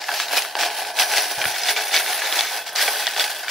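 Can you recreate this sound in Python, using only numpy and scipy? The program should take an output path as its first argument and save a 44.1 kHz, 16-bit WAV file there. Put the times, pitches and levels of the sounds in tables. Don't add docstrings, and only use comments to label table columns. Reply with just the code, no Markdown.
import sys
import numpy as np
from scipy import signal
from scipy.fft import rfft, irfft
from scipy.io import wavfile
from scipy.ndimage import uniform_filter1d

SR = 44100
rng = np.random.default_rng(int(sys.argv[2]) if len(sys.argv) > 2 else 0)


def inscribe(sig):
    pcm = np.round(np.clip(np.atleast_2d(sig).T, -1, 1) * 32767)
    wavfile.write(sys.argv[1], SR, pcm.astype(np.int16))


N = 154350
SPOTS, RING_SAMPLES = 127, 6144


def rattle():
    rings = np.array([[spot_rings() for _ in range(2)] for _ in range(SPOTS)])
    rings /= np.sqrt((rings ** 2).sum(-1).mean((0, 1)))[:, None]
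    knocks = small_knocks(rings) + hard_knocks(rings)
    return signal.sosfilt(signal.butter(5, 317, "high", fs=SR, output="sos"), knocks)


def small_knocks(rings):
    # t/s, clatter level/dB, floor re clatter/dB, coin re clatter/dB (before trim_db)
    shake = [(0.0, -36, 2.5, -14), (0.02, -32.5, -3, -16), (0.08, -33.5, -4, -2.5), (0.1, -31.5, 4, -6),
             (0.202, -21.5, -10.5, -11), (0.251, -32, -7, -14), (0.28, -34.5, 0.5, -6),
             (0.33, -27.5, -1, -4.5), (0.371, -16.5, -6, -8.5), (0.381, -23.5, -6, -2.5),
             (0.541, -42, 1.5, -6), (0.555, -33, 2, -6), (0.58, -35.5, 6.5, -9), (0.59, -22, -3.5, -13.5),
             (0.659, -26, -1, -8), (0.69, -35, 0, -9), (0.78, -28.5, -1, -4.5), (0.84, -34.5, -0.5, -6),
             (0.89, -30, -1, -7), (0.928, -44, 6.5, -4.5), (0.999, -18, -5.5, -6), (1.072, -31.5, -1, -2.5),
             (1.171, -18, -5, -7.5), (1.239, -29, -2.5, -3.5), (1.319, -26, -2, -4.5),
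             (1.34, -32.5, -7.5, -2.5), (1.4, -28, 2.5, -7), (1.46, -29, -0.5, 1), (1.54, -29, -2.5, -8),
             (1.59, -30, -7, -3.5), (1.63, -30, -3.5, -12), (1.7, -18.5, -7.5, -8), (1.75, -35, -4, -3),
             (1.77, -24.5, -2, -13.5), (1.849, -29.5, -4, -2), (1.895, -34.5, -2, -2),
             (1.921, -24.5, -6.5, -10), (1.951, -14.5, -4.5, -11), (1.981, -23, -5.5, -4),
             (2.029, -31, -0.5, -1.5), (2.11, -23, -3, -7), (2.13, -28.5, -5.5, 0.5),
             (2.25, -25, -3.5, -9.5), (2.3, -27.5, -1, -2.5), (2.382, -22, -5, -6.5), (2.47, -30, -7, -7),
             (2.52, -28, -2.5, -5), (2.62, -36, -1, -2.5), (2.65, -39.5, -2, -11), (2.671, -29, -4.5, -9),
             (2.71, -39.5, -2.5, -13), (2.748, -41, 9.5, 4), (2.757, -22.5, -9.5, -16),
             (2.82, -21.5, -5, -4.5), (2.92, -28, -1.5, -1.5), (3.09, -29.5, -7, -9), (3.12, -31, -2, -7),
             (3.21, -23, -5, -7.5), (3.391, -36.5, -2, -4.5), (3.475, -34, 2, -9), (3.5, -23, -21, -17)]
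    scatter_db = [1, 3.5, 3]
    trim_db = [0.5, 0.5, -3]
    base_knocks_per_s, moves_per_s, active_spots = 2300, 28, 30
    clump_db, clump_samples = 1, round(0.017 * SR)
    times_s, clatter_db, floor_db, coin_db = np.transpose(shake)
    t = np.arange(N) / SR
    density = gain_of(0.4 * (np.interp(t, times_s, clatter_db) - clatter_db.mean()))
    drift = uniform_filter1d(uniform_filter1d(rng.standard_normal(N), clump_samples), clump_samples)
    clumps = gain_of(clump_db * unit_rms(drift))
    size = gain_of(3 * np.minimum(rng.exponential(1, N), 4))
    struck = rng.random(N) < base_knocks_per_s * density / SR
    impacts = unit_rms(size * struck * rng.choice([-1, 1], N) * clumps / np.sqrt(density))
    spot = rng.integers(0, active_spots, N) + (moves_per_s * t).astype(int)
    drive = np.zeros((3, N))
    for part, db in enumerate([clatter_db, clatter_db + floor_db, clatter_db + coin_db]):
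        uneven = unit_rms(impacts * gain_of(scatter_db[part] * rng.standard_normal(N)))
        drive[part] = uneven * gain_of(np.interp(t, times_s, db) + trim_db[part])
    out = np.zeros((2, N + RING_SAMPLES))
    for k in range(SPOTS):
        start = max(k - active_spots, 0) * SR // moves_per_s
        end = min((k + 1) * SR // moves_per_s + 1, N)
        hits = drive[:, start:end] * (spot[start:end] == k)
        out[:, start:end + RING_SAMPLES - 1] += signal.fftconvolve(hits[None], rings[k], axes=2).sum(1)
    return out[:, :N]


def hard_knocks(rings):
    # t/s, level/dB, f/Hz, relative floor level/dB (before trim), damping t60/s
    knocks = [(0.0409, -18, 2060, -27, 0.059), (0.085, -14.5, 1700, -17, 0.032),
              (0.0902, -12, 1537, 8, 0.11), (0.1166, -9, 1600, -11, 0.034), (0.2, -8, 1650, -6, 0.052),
              (0.2828, -17, 4030, -26.5, 0.12), (0.3335, -13, 1360, 14.5, 0.017),
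              (0.3534, -16.5, 4230, -10.5, 0.033), (0.3695, -8, 3770, -30.5, 0.054),
              (0.3818, -6, 2460, -22.5, 0.095), (0.4213, -9.5, 4100, -31, 0.03),
              (0.4498, -16.5, 1490, -11.5, 0.027), (0.5532, -9, 1690, 8, 0.026),
              (0.589, -15, 2100, -5, 0.043), (0.603, -11, 2500, -11, 0.027), (0.633, -5.5, 1650, -22, 0.02),
              (0.6364, -13, 1560, -23.5, 0.024), (0.7026, -14.5, 2420, -24, 0.025),
              (0.7669, -19, 1740, -15, 0.027), (0.8495, -18, 1540, -16, 0.042),
              (0.9693, -14, 4060, -22, 0.025), (0.9891, -7, 2250, -15, 0.035),
              (0.9966, -6, 3410, -20, 0.04), (1.0206, -7.5, 2630, -34, 0.037),
              (1.1154, -10, 2520, 1, 0.039), (1.1383, -10.5, 1610, -1, 0.066),
              (1.1668, -13, 2370, -17, 0.033), (1.1805, -1.5, 2060, -25, 0.024),
              (1.1904, -15, 1630, -15, 0.035), (1.416, -8.5, 2405, -29, 0.082),
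              (1.4412, -10, 1700, -31, 0.045), (1.4543, -4, 1510, -41, 0.054),
              (1.5628, -14, 1700, -15, 0.04), (1.6347, -9.5, 5080, -16, 0.083),
              (1.657, -11, 2100, -18, 0.02), (1.6912, -5, 2040, -37, 0.019),
              (1.7644, -11.5, 2370, 0.5, 0.12), (1.8094, -11.5, 1660, -16, 0.046),
              (1.9111, -15.5, 1570, -2, 0.052), (1.939, -11, 1560, -7, 0.047),
              (1.9631, -6.5, 4440, -12, 0.096), (1.9708, -2, 1620, -10, 0.014),
              (1.9764, -7, 3720, -11, 0.034), (2.0101, -16, 1610, -17, 0.041),
              (2.0624, -9.5, 1620, -22, 0.022), (2.131, -13.5, 1730, -17, 0.083),
              (2.1917, -15, 1760, 4, 0.04), (2.2197, -11.5, 1700, -17, 0.063),
              (2.2605, -21, 1750, -16, 0.03), (2.2725, -15, 1840, -18, 0.085),
              (2.3251, -6, 3220, -22.5, 0.03), (2.3437, -14, 1550, -20.5, 0.03),
              (2.3905, -3, 3560, -30, 0.061), (2.4086, -4.5, 3950, -27, 0.04),
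              (2.6643, -23, 2770, -11, 0.03), (2.7601, -9.5, 4400, -15, 0.042),
              (2.794, -9.5, 1800, -22, 0.038), (2.8795, -7.5, 2310, 4, 0.095),
              (3.0604, -14, 1860, -15, 0.033), (3.0689, -3.5, 3440, -2.5, 0.034),
              (3.0759, -8, 1880, -3, 0.053), (3.1637, -13, 1800, 2, 0.04), (3.1755, -10, 3500, -27, 0.032),
              (3.1963, -5, 3420, -12, 0.056), (3.2078, -8, 4600, -7, 0.069), (3.241, -9, 2200, -11, 0.033),
              (3.4386, -22, 1550, -1, 0.11), (3.4822, -12, 2320, -35, 0.079)]
    tone_db, tick_db, tail_db, floor_trim_db = -7, -5.5, -3.5, -8
    tick_t60_s, band_ratio = 0.0039, 1.97
    t = np.arange(RING_SAMPLES) / SR
    out = np.zeros((2, N + RING_SAMPLES))
    for k, (start_s, db, hz, floor_db, t60_s) in enumerate(knocks):
        clatter, floor, _ = unit_peak(rings[k]).transpose(1, 0, 2)
        band = signal.butter(2, [hz / band_ratio, hz * band_ratio], "band", fs=SR)
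        clatter = unit_peak(signal.lfilter(*band, clatter))
        clatter *= gain_of(tail_db) + gain_of(tick_db - 60 * t / tick_t60_s)
        phase = [[0], [(-1) ** k * np.pi / 2]]
        damping = gain_of(-60 * t / t60_s)
        tone = gain_of(tone_db) * damping * np.sin(2 * np.pi * hz * t + phase)
        knock = tone + clatter + gain_of(floor_db + floor_trim_db) * floor
        out[:, round(start_s * SR):][:, :RING_SAMPLES] += gain_of(db) * damping * knock
    return out[:, :N]


def spot_rings():
    # f/Hz, level/dB, t60/s
    floor_modes = [(307, -18, 0.076), (424.5, -10.5, 0.33), (530, -21, 0.04), (568, -9.5, 0.052),
                   (633.4, -5.5, 0.14), (725.3, 4.5, 0.051), (829, 2.5, 0.077), (939, 0, 0.022),
                   (1073, -12, 0.36), (1090, -11.5, 0.25), (1540, 3.5, 0.064), (1700, 1.5, 0.077)]
    # f/Hz, density level/dB
    clatter_spectrum = [(1100, -8.5), (1540, -7.5), (1900, -2.5), (2500, -2.5), (3600, -4), (5000, -4),
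                        (6300, -10), (8100, -14.5), (9400, -20.5), (12700, -20), (14000, -25), (15300, -21),
                        (16200, -8)]
    # f/Hz, t60/s
    clatter_decay = [(1200, .03), (3000, .024), (6000, .02), (16000, .018)]
    # f/Hz, spread between coins/Hz, level/dB, t60/s
    coin_modes = [(9360, 340, 2, 0.064), (10590, 700, 0, 0.064), (11980, 720, -5, .03),
                  (12700, 340, -3, 0.056), (14900, 220, -4, 0.047)]
    wet_db, room_t60_s = -5, 0.13
    hz, db, t60_s = np.transpose(floor_modes)
    floor = ring(hz * (1 + 0.018 * rng.standard_normal(len(hz))), db, t60_s, scatter_db=4)
    hz = np.linspace(35, 127, num=60) ** 2 * rng.uniform(0.97, 1.03, size=60)
    db = lookup(clatter_spectrum, hz) + 5 * np.log10(hz)
    clatter = ring(hz, db, lookup(clatter_decay, hz), scatter_db=6)
    hz, spread_hz, db, t60_s = np.transpose(coin_modes)
    coin = ring(hz + spread_hz * rng.standard_normal(len(hz)), db, t60_s, scatter_db=6)
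    t = np.arange(RING_SAMPLES) / SR
    tail = rng.standard_normal(len(t)) * gain_of(-60 * t / room_t60_s) * (t > 0.003)
    room = (t == 0) + gain_of(wet_db) * tail / np.linalg.norm(tail)
    return signal.fftconvolve(np.array([clatter, floor, coin]), room[None], axes=1)[:, :len(t)]


def ring(hz, db, t60_s, scatter_db):
    t = np.arange(2560)[:, None] / SR
    height = gain_of(db + scatter_db * rng.standard_normal(len(hz))) / np.sqrt(t60_s)
    height *= rng.choice([-1, 1], len(hz))
    return (gain_of(-60 * t / t60_s) * np.sin(2 * np.pi * hz * t)) @ height


def thuds():
    # t/s, level/dB, lower mode f/Hz
    bumps = [(1.378, -39, 116), (1.452, -40, 217), (1.459, -36, 99), (1.515, -50, 78)]
    rise_s, t60_s, overtone_ratio = 0.0019, 0.12, 1.3
    t, out = np.arange(N) / SR, np.zeros(N)
    for start_s, db, hz in bumps:
        age_s = np.maximum(t - start_s, 0)
        modes = np.sin(2 * np.pi * hz * age_s) + np.sin(2 * np.pi * overtone_ratio * hz * age_s)
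        out -= gain_of(db - 60 * age_s / t60_s) * (1 - np.exp(-age_s / rise_s)) * modes
    return out


def room_tone():
    # f/Hz, relative level/dB
    spectrum = [(15, -40), (30, -16), (60, -11), (90, -4.5), (200, 1.5), (260, -9), (340, -36), (570, -100)]
    return gain_of(-67.5) * unit_rms(coloured(rng.standard_normal(N), spectrum))


def gain_of(db):
    return 10 ** (np.asarray(db) / 20)


def unit_rms(x):
    return x / np.sqrt(np.mean(x ** 2) + 1e-20)


def unit_peak(x):
    return x / abs(x).max(-1, keepdims=True)


def lookup(points, hz):
    f, value = np.transpose(points)
    return np.interp(np.log(hz + 1), np.log(f + 1), value)


def coloured(x, points):
    return irfft(rfft(x) * gain_of(lookup(points, np.fft.rfftfreq(len(x), 1 / SR))), len(x))


def scene():
    # f/Hz, side gain/dB
    width = [(60, -50), (100, -40), (180, -38), (310, -53), (550, -49), (950, -29), (1650, -46.5),
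             (2860, -11), (4970, -6), (8640, 0.5), (15000, 6.5)]
    mid, side = rattle()
    mid = mid + thuds() + room_tone()
    side = coloured(side, width)
    return np.array([mid + side, mid - side])


def record(dry):
    ceiling, cutoff_hz = 1.4, 15730
    soft = ceiling * np.tanh(dry / ceiling)
    lowpass = signal.firwin(1501, cutoff_hz, window=("kaiser", 9), fs=SR)
    return signal.oaconvolve(soft, lowpass[None], "same")


dry = scene()
out = record(dry)
inscribe(out)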